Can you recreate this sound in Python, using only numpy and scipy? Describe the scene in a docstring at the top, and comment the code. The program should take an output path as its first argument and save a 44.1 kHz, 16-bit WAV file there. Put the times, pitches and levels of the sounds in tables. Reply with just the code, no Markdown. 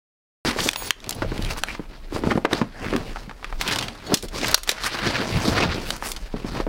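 """Outdoors on tarmac: tarpaulin tackle bags are shaken out over climbing gear, an arm's length away.
Webbing drags over the stiff cloth in countless tiny slips; the bag walls crease and thump.
Carabiners clack, mostly muffled by their slings; a few ring on until touched.
Light wind buffets the microphone over a quiet background; a limiter ducks after the hardest hits."""
import sys
import numpy as np
from scipy import signal
from scipy.fft import rfft, irfft, next_fast_len
from scipy.io import wavfile
from scipy.ndimage import uniform_filter1d, minimum_filter1d

SR = 44100
rng = np.random.default_rng(int(sys.argv[2]) if len(sys.argv) > 2 else 0)


def transcribe(signal):
    """Save signal, clipped to [-1, 1], as a 16-bit WAV file at the path in sys.argv[1]."""
    frames = np.atleast_2d(signal).T
    limited = np.clip(frames, -1, 1)
    pcm = np.round(limited * 32767).astype(np.int16)
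    wavfile.write(sys.argv[1], SR, pcm)


N = 294896
TIME = np.arange(N) / SR
HIT_TIME = TIME[:SR // 4]
IMPULSE = 1. * (HIT_TIME == 0)

# bag wall flaps or soft gear lands: t/s, thump level/dB, f/Hz, t60/s, fold snap level/dB
FLAPS = [(0.5625, -21.5, 337, 0.1, -32), (0.6605, -18, 322, 0.085, -29), (1.221, -18.5, 342, 0.034, -18),
         (1.2467, -22.5, 290, 0.027, -46), (1.3184, -21, 290, .048, -29.5), (1.392, -21, 228, 0.045, -39),
         (1.795, -22, 274, 0.042, -40), (2.1244, -23, 293, .035, -36), (2.162, -17, 305, 0.075, -22),
         (2.237, -18.5, 400, 0.037, -23), (2.271, -12, 234, 0.02, -24.5), (2.3162, -20, 261, .05, -17),
         (2.3554, -14, 212, 0.026, -29), (2.3756, -12.5, 278, 0.024, -23), (2.449, -10.5, 377, 0.12, -19.5),
         (2.5121, -27, 343, .05, -24), (2.5295, -11.5, 330, 0.064, -17), (2.6151, -10.5, 220, 0.084, -17.5),
         (2.928, -15, 294, .14, -30), (2.951, -14.5, 230, 0.14, -27), (3.277, -30.5, 161, 0.18, -56),
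         (4.121, -14, 362, 0.14, -25), (4.133, -11.5, 210, 0.024, -35), (4.693, -21, 410, .05, -29),
         (4.7202, -21, 444, 0.027, -46), (5.1981, -22, 235, 0.054, -34), (5.366, -37, 117, .08, -37),
         (5.655, -17.5, 168, 0.067, -33), (6.341, -18.5, 255, .09, -44), (6.446, -20, 215, 0.052, -35.5),
         (6.6014, -17.5, 348, 0.019, -24), (6.6673, -18, 363, 0.099, -35)]


def rustle(slips_per_s=900, slip_t60_s=0.01, smooth_db=-5, flutter_db=1.72, flicker_db=2.5):
    """Stick-slip releases of uneven size; the cloth's folds keep shifting which bands radiate."""
    # cloth spectrum: f/Hz, level/dB
    cloth = [(45, -1.5), (75, -4), (140, -4.5), (290, -5), (635, -10), (1000, -11.5), (1400, -12),
             (2540, -15), (3410, -18.5), (4600, -18), (7000, -31), (10600, -38), (13300, -44), (16000, -44)]
    low_db, level_db, high_db = 10 * np.log10(drag_power())
    boom_db, hiss_db = low_db - level_db, high_db - level_db
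    slips = (rng.random(N) < slips_per_s / SR) * undb(np.minimum(rng.exponential(size=N), 4))
    # each release sets the fibres chattering
    chatter_power = signal.fftconvolve(slips ** 2, fade(slip_t60_s) ** 2)[:N]
    chatter = unit(np.sqrt(abs(chatter_power)))
    drag = np.hypot(chatter, undb(smooth_db)) * rng.standard_normal(N) * undb(flutter_db * walk(110))
    size = next_fast_len(N, real=True)
    spectrum = rfft(unit(colour(drag, cloth)), size)
    octave = np.log2(np.maximum(np.fft.rfftfreq(size, 1 / SR), 1))
    out, step_oct = 0, 2 / 3
    for centre in np.arange(6, 14.5, step_oct):
        band = irfft(spectrum * np.maximum(1 - abs(octave - centre) / step_oct, 0), size)[:N]
        boom = np.interp(centre, np.log2([450, 1400]), [1, 0])
        hiss = np.interp(centre, np.log2([3800, 9000]), [0, 1])
        out = out + band * undb(boom * boom_db + hiss * hiss_db + flicker_db * walk(35))
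    return out * undb(level_db)


def drag_power(idle_db=-48.5, idle_boom_db=1.8, idle_hiss_db=0.9):
    """Pulls speed up and die away over a faint shuffle. Rows: bag boom, cloth body, fibre hiss."""
    # webbing or tarpaulin pulled: fastest t/s, attack/s, release/s, level/dB, rel. boom/dB, rel. hiss/dB
    pulls = [(0.453, 0.011, 0.071, -19, -1, 4.5), (0.6, 0.029, 0.057, -25, -1.5, -9),
             (0.68, 0.037, 0.046, -27.5, -0.5, 5), (0.86, 0.22, 0.045, -34, -3.5, 12.5),
             (1.135, 0.085, 0.22, -39, 6, 5.5), (1.42, 0.11, 0.16, -36, 4.5, 7.5),
             (1.515, 0.023, 0.023, -27.5, -7.5, 8.5), (1.588, 0.017, 0.014, -31, -6.5, 11.5),
             (1.70, .07, 0.051, -32.5, -3, 4), (1.93, 0.038, 0.04, -49, 4, -15),
             (2.162, 0.037, 0.04, -30.5, 5, 8.5), (2.31, 0.091, 0.065, -35, 14, 4.5),
             (2.539, 0.029, 0.067, -25, 3.5, 3), (2.88, 0.1, 0.22, -34, 4.5, 3),
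             (3.22, 0.089, 0.041, -43, 4, 7), (3.48, 0.2, 0.097, -50, -11, 4),
             (3.681, 0.063, 0.11, -21.5, -5.5, 5.5), (3.89, 0.15, 0.037, -38, 4.5, 2),
             (4.08, 0.16, .05, -38, 1, 5), (4.15, 0.045, 0.039, -31.5, -1, 9),
             (4.243, 0.012, 0.017, -36, 11, 17), (4.369, 0.04, 0.046, -30, -2, 6),
             (4.452, 0.048, 0.086, -22.5, -2.5, 5), (4.72, 0.056, 0.21, -29.5, -10, 1),
             (4.863, .045, 0.026, -18.5, -14.5, 5.5), (4.944, 0.028, 0.062, -24, -8, -0.5),
             (5.081, .08, 0.066, -21, -3.5, -1.5), (5.174, 0.038, 0.067, -22, -7, -1.5),
             (5.37, 0.15, 0.072, -24.5, 1.5, 3.5), (5.461, 0.051, 0.089, -26, 4.5, 10),
             (5.625, 0.072, 0.038, -18, 0.5, -3), (5.732, 0.12, 0.1, -29.5, 3, -1),
             (5.92, 0.12, 0.068, -35, -0.5, 12.5), (6.066, 0.038, 0.053, -30.5, -4.5, 19.5),
             (6.17, 0.053, 0.27, -44, -3, 6), (6.385, 0.036, 0.058, -39, 4, 0),
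             (6.47, .015, 0.027, -33.5, 1.5, 4), (6.59, 0.11, 0.036, -32, 5.5, 2.5)]
    power = undb([[idle_db + idle_boom_db], [idle_db], [idle_db + idle_hiss_db]]) ** 2 * np.ones(N)
    for t, attack_s, release_s, db, boom_db, hiss_db in pulls:
        width_s = np.where(TIME < t, attack_s, release_s)
        speed = np.exp(-np.minimum(((TIME - t) / width_s) ** 2, 20))
        power += (undb([[db + boom_db], [db], [db + hiss_db]]) * speed) ** 2
    return power


def hardware():
    """Each piece lands with a bright clack and the duller knock of its weight."""
    # metal on metal or tarmac: t/s, level/dB, f/Hz, spread/oct, t60/s, knock level/dB
    hits = [(0.6036, -21, 3260, 0.31, 0.014, -48), (0.6893, -10.5, 2720, 0.69, 0.011, -22.5),
            (0.7125, -22, 4170, 0.76, .011, -46), (0.7327, -19, 2710, 0.86, 0.024, -33),
            (0.7598, -17.5, 2570, 0.54, 0.012, -20.5), (0.907, -10.5, 2170, 0.79, 0.0064, -56),
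            (1.093, -21.5, 5500, 0.86, .012, -33), (1.108, -22.5, 4800, 1.2, .011, -50),
            (1.126, -28, 3300, .6, .035, -39), (1.6362, -19.5, 2520, 0.7, 0.0057, -18),
            (2.532, -16, 2280, 0.53, 0.0084, -23), (2.9635, -26.5, 1940, 0.78, 0.013, -26),
            (3.6126, -16.5, 2200, 0.9, 0.087, -24), (3.6776, -19.5, 3040, 0.64, 0.032, -39),
            (3.7245, -22, 3180, 0.58, 0.045, -36), (3.787, -20, 3650, 0.55, .031, -26.5),
            (3.8264, -23.5, 2620, 0.6, 0.14, -28), (3.8832, -27.5, 2800, 0.5, .028, -32.5),
            (4.1418, -6, 4200, 0.63, 0.057, -23), (4.1723, -18, 3980, .6, 0.1, -40),
            (4.226, -27, 4300, 0.89, 0.024, -46), (4.2848, -36, 3700, 0.63, .036, -51),
            (4.4823, -24, 4400, 1.2, 0.018, -35), (4.5134, -25, 3400, 1.6, .028, -38),
            (4.5441, -4, 4430, 0.32, 0.024, -10), (4.5446, -4, 4650, 0.92, 0.012, -32),
            (4.578, -23, 3400, 1.3, 0.05, -21), (4.6335, -25, 4400, 1.2, .035, -42),
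            (4.6759, -27, 3000, 1, 0.11, -30.5), (4.6922, -6, 3140, 0.71, 0.1, -23),
            (4.7151, -15, 3530, 0.76, 0.017, -32), (5.9049, -20.5, 3900, .55, .016, -22.5),
            (5.9644, -36, 4250, 1.2, 0.019, -51), (6.1176, -25, 4460, 0.93, 0.016, -45),
            (6.164, -30, 3360, 0.52, 0.046, -47)]
    out = np.zeros(N)
    for t, db, hz, octaves, t60_s, knock_db in hits:
        knock = pulse(push_db=0.5, t60_s=0.019, hz=1050, octaves=0.89, skirt_db=10.5)
        add(out, t, undb(db) * clack(hz, octaves, t60_s) + undb(knock_db) * knock)
    return out


def clack(hz, octaves, t60_s, tick_db=-3, tail_db=-19, tail_t60_s=0.073, bounce=0.31, ring_db=-16):
    """A hard tick, brief chatter and a ring that the slings choke."""
    # modes of a carabiner held in webbing: f/Hz, level/dB, t60/s
    modes = [(2290, 7, .03), (3365, -15, 0.076), (3600, 16, 0.037), (4110, 17, .05), (4600, 18, 0.024),
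             (5539, -11, .05), (6885, -21, .05), (8500, 4, 0.078), (8350, -9, .06), (10610, -17, .06),
             (12100, -9, .05), (13000, -2, 0.047), (15200, -7, .05)]
    contact = undb(tick_db) * blow(IMPULSE) + scatter(t60_s, rise_s=0.00051)
    contact += undb(tail_db) * scatter(tail_t60_s)
    reflection_s = rng.uniform(.0005, .0014)  # off the tarmac just below
    contact += bounce * np.roll(contact, int(reflection_s * SR))
    ring = 0
    for mode_hz, mode_db, mode_t60_s in modes:
        gain = undb(mode_db) * rng.standard_normal()  # strike point picks the modes
        tuned_hz = mode_hz * rng.normal(1, 0.015)  # no two pieces alike
        ring += gain * fade(mode_t60_s) * np.sin(2 * np.pi * tuned_hz * HIT_TIME)
    return blow(hump(contact, hz, octaves, skirt_db=8)) + undb(ring_db) * blow(ring)


def thumps():
    """A soft push swings the bag wall and the air inside for a few cycles."""
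    out = np.zeros(N)
    for t, db, hz, t60_s, _ in FLAPS:
        add(out, t, undb(db) * pulse(push_db=1, t60_s=t60_s, hz=hz, octaves=0.6))
    return out


def creases(octaves=0.69):
    """A fold flips with one pulse, then the sheet shivers; every flap flips one too."""
    # stiff cloth creasing by itself: t/s, level/dB, f/Hz
    folds = [(0.5876, -21, 1170), (0.822, -28.5, 690), (1.5644, -31, 1050), (1.581, -32.5, 1053),
             (1.6855, -25, 1460), (1.751, -30.5, 1080), (2.4525, -12.5, 1030), (2.5887, -32, 1260),
             (2.845, -28, 1210), (2.9366, -24, 1300), (3.1599, -27.5, 944.4), (3.17, -30, 1050),
             (3.2952, -33, 1130), (3.312, -32.5, 920), (3.4285, -34.5, 950), (3.4445, -25.5, 1610),
             (3.5264, -28, 865), (4.4459, -19, 1650), (6.0247, -24, 780)]
    out = np.zeros(N)
    for t, db, hz in folds:
        add(out, t, undb(db) * pulse(push_db=2, t60_s=0.031, hz=hz, octaves=octaves))
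    for t, _, _, _, db in FLAPS:
        add(out, t, undb(db) * pulse(push_db=-2, t60_s=0.052, hz=773, octaves=octaves))
    return out


def scrapes(rasp_db=2):
    """A short, rasping slide swells and dies in one resonance of the taut cloth."""
    # cloth drawn over an edge: middle t/s, half length/s, level/dB, f/Hz, spread/oct
    slides = [(0.652, 0.044, -27, 4850, 0.52), (1.696, 0.013, -29.5, 2380, 0.11),
              (2.314, 0.0063, -22.5, 1520, 0.43), (2.803, 0.048, -43, 1670, 0.17),
              (4.124, 0.026, -23, 272, 0.63)]
    out = np.zeros(N)
    for t, half_s, db, hz, octaves in slides:
        add(out, t - HIT_TIME.mean(), undb(db) * swell(half_s, hz, octaves, skirt_db=7))
    return out * unit(undb(rasp_db * walk(400)))


def chimes(stop_s=0.003, sway_db=3, falloff_db_per_oct=16):
    """Free metal rings, wavering as it turns, until a sling or neighbour stops it."""
    # strikes on free metal: t/s, stop t/s, level/dB, favoured f/Hz, t60/s, tuning/cents
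    strikes = [(0.760, .905, -30, 13500, 0.42, 2.5), (0.765, .905, -37, 6150, 0.39, 1.5),
               (0.857, 0.879, -29, 10600, .4, 7), (0.858, .9, -34, 3800, 0.22, 10),
               (1.148, 1.2, -32, 10500, 0.033, -94), (3.146, 3.26, -59, 4400, 0.4, -145),
               (4.067, 4.14, -33, 4280, 0.11, 5), (4.15, 4.17, -33, 12600, 0.11, 25),
               (4.562, 4.68, -30, 3080, 0.2, 4)]
    # modes of a free carabiner: f/Hz, level/dB
    modes = [(2940, -9), (3365, -3), (3780, -6), (4380, -1), (6720, 2), (8340, -4), (10610, -1), (15000, 1)]
    out = np.zeros(N)
    for t, end_s, db, near_hz, t60_s, cents in strikes:
        touch = np.exp(-np.maximum(t + HIT_TIME - end_s, 0) / stop_s)
        tuning = 2 ** (cents / 1200)
        ring = 0
        for hz, mode_db in modes:
            # strike point favours neighbouring modes
            gain = undb(mode_db - falloff_db_per_oct * abs(np.log2(hz / near_hz)))
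            ring += gain * np.sin(2 * np.pi * hz * tuning * HIT_TIME)
        add(out, t, undb(db) * fade(t60_s) * touch * ring)
    return out * undb(sway_db * walk(70))


def jostles(gap_s=0.031, spread_db=2.5):
    """Loose hardware clinks unevenly in its slings while a bundle moves."""
    # bundle moves: start t/s, end t/s, clink level/dB
    moves = [(0.992, 1.07, -40), (1.376, 1.46, -30), (3.696, 3.8, -29), (4.409, 4.46, -27)]
    out = np.zeros(N)
    for start_s, end_s, db in moves:
        for slot_s in np.arange(start_s, end_s, gap_s):
            t = slot_s + gap_s * rng.random()
            gain = undb(db + spread_db * rng.standard_normal())
            add(out, t, gain * clack(hz=3000, octaves=0.59, t60_s=0.0075))
    return out


def echo(x, wet_db=-21, t60_s=0.22, delay_s=.008):
    """Ground and nearby walls return a faint, short, duller echo."""
    response = colour(scatter(t60_s), [(100, 7.0), (4000, 1), (14000, -8)])
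    out = np.zeros(N)
    add(out, delay_s, signal.fftconvolve(x, response / np.linalg.norm(response)))
    return undb(wet_db) * out


def wind(trim_db=-2, gustiness_db=2):
    """Gusts rumble and buffets flutter on the microphone."""
    # wind and handling: t/s, level before trim/dB
    gusts = [(0.45, -27), (0.9, -47), (1.28, -31), (1.65, -30), (2.35, -34), (2.67, -45), (2.9, -33),
             (3.4, -40), (3.55, -27.5), (3.72, -42), (4.5, -37.5), (5.25, -38.5), (5.36, -30), (6.25, -38),
             (6.6, -28.5)]
    # rumble spectrum: f/Hz, level/dB
    spectrum = [(12, -6), (30, 14), (60, -3), (100, -38), (170, -18), (400, -49)]
    # air pushed by a swinging bag: middle t/s, half length/s, level/dB
    buffets = [(1.273, 0.096, -33.5), (1.467, 0.047, -31.5), (5.377, 0.013, -14), (5.511, 0.018, -19.5),
               (5.68, 0.032, -26.5)]
    gust_db = np.interp(TIME, *np.transpose(gusts))
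    rumble = unit(colour(rng.standard_normal(N), spectrum))
    out = rumble * undb(gust_db + trim_db + gustiness_db * walk(8.6))
    for t, half_s, db in buffets:
        add(out, t - HIT_TIME.mean(), undb(db) * swell(half_s, hz=90, octaves=0.42, skirt_db=12))
    return out


def outdoors(level_db=-57.5):
    """A nearly steady distant wash."""
    # background spectrum: f/Hz, level/dB
    spectrum = [(35, -19), (60, 8), (87, -4), (172, -11), (636, -18), (767, -13), (2050, -22), (4120, -20),
                (13300, -31), (16000, -42)]
    return unit(colour(rng.standard_normal(N), spectrum)) * undb(level_db + walk(3.4))


def limiter(x, ceiling_db=-7, recover_db_per_s=85, hold_s=0.016, attack_s=0.004, range_db=10):
    """A peak over the ceiling pulls the gain down; it holds a moment and creeps back."""
    over_db = np.clip(20 * np.log10(abs(x) + 1e-9) - ceiling_db, 0, range_db)
    size = int(hold_s * SR) // 2 * 2 + 1
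    held_db = -minimum_filter1d(-over_db, size, origin=size // 2)
    recovery_db = recover_db_per_s * TIME
    duck_db = np.maximum.accumulate(held_db + recovery_db, axis=-1) - recovery_db
    pole = np.exp(-1 / (attack_s * SR))
    return x * undb(-signal.lfilter([1 - pole], [1, -pole], duck_db))


def pulse(push_db, t60_s, hz, octaves, skirt_db=10):
    """One push and the shiver after it, through a broad resonance."""
    force = undb(push_db) * blow(IMPULSE) + scatter(t60_s)
    return blow(hump(force, hz, octaves, skirt_db))


def swell(half_s, hz, octaves, skirt_db):
    """Noise in a broad resonance, growing and dying around the middle of HIT_TIME."""
    noise = unit(hump(rng.standard_normal(len(HIT_TIME)), hz, octaves, skirt_db))
    return noise * np.exp(-((HIT_TIME - HIT_TIME.mean()) / half_s) ** 2 / 2)


def scatter(t60_s, rise_s=0.00084):
    """Tiny contacts that build as surfaces meet, then fade."""
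    return blow(rng.standard_normal(len(HIT_TIME)) * fade(t60_s) * (1 - np.exp(-HIT_TIME / rise_s)))


def hump(x, hz, octaves, skirt_db):
    """Causal broad resonance at hz; the skirts fall by skirt_db per spread in octaves."""
    f = np.maximum(np.fft.rfftfreq(len(x), 1 / SR), 10)
    spreads = np.log2(f / hz) / octaves
    gain = undb(-skirt_db * (np.hypot(1, spreads) - 1))
    cepstrum = irfft(np.log(gain + 1e-4), len(x))
    cepstrum[1:] *= 2  # fold to minimum phase
    cepstrum[len(x) // 2:] = 0
    return irfft(rfft(x) * np.exp(rfft(cepstrum)), len(x))


def colour(x, points):
    """Filter by a spectrum of (f/Hz, level/dB) points."""
    hz, db = np.transpose(points)
    size = next_fast_len(len(x), real=True)
    f = np.maximum(np.fft.rfftfreq(size, 1 / SR), 1)
    gain = undb(np.interp(np.log(f), np.log(hz), db))
    return irfft(rfft(x, size) * gain, size)[:len(x)]


def walk(rate_hz):
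    """Smooth random drift, rms 1."""
    step = int(SR / rate_hz)
    stairs = np.repeat(rng.standard_normal(N // step + 1), step)
    return unit(uniform_filter1d(stairs, step)[:N])


def fade(t60_s):
    """Exponential decay, 60 dB down after t60_s."""
    return np.exp(-np.log(1000) * HIT_TIME / t60_s)


def blow(x):
    """Scale a hit to the energy of 5 ms at rms 1."""
    return x / np.sqrt(np.sum(x ** 2) / (.005 * SR))


def unit(x):
    """Scale to rms 1."""
    return x / np.sqrt(np.mean(x ** 2))


def undb(db):
    """Decibels to gain."""
    return np.exp(np.asarray(db) * np.log(10) / 20)


def add(out, start_s, x):
    """Mix x into out from start_s on."""
    i = int(start_s * SR)
    out[i:i + len(x)] += x[:max(N - i, 0)]


def scene():
    """Cloth, metal and open air at one microphone."""
    air = wind() + outdoors()
    gear = rustle() + scrapes() + creases() + thumps() + chimes() + hardware() + jostles()
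    return (gear + echo(gear) + air)[None]


def record(dry, start_s=.45, clip_level=.78, top_hz=15800):
    """Limiter, soft clipping, silence until start_s, low-pass."""
    held = limiter(dry)
    rounded = held / (1 + (held / clip_level) ** 4) ** (1 / 4)
    top_cut = signal.ellip(8, .1, 50, top_hz, fs=SR, output="sos")
    return signal.sosfiltfilt(top_cut, rounded * (TIME >= start_s))


dry = scene()
out = record(dry)
transcribe(out)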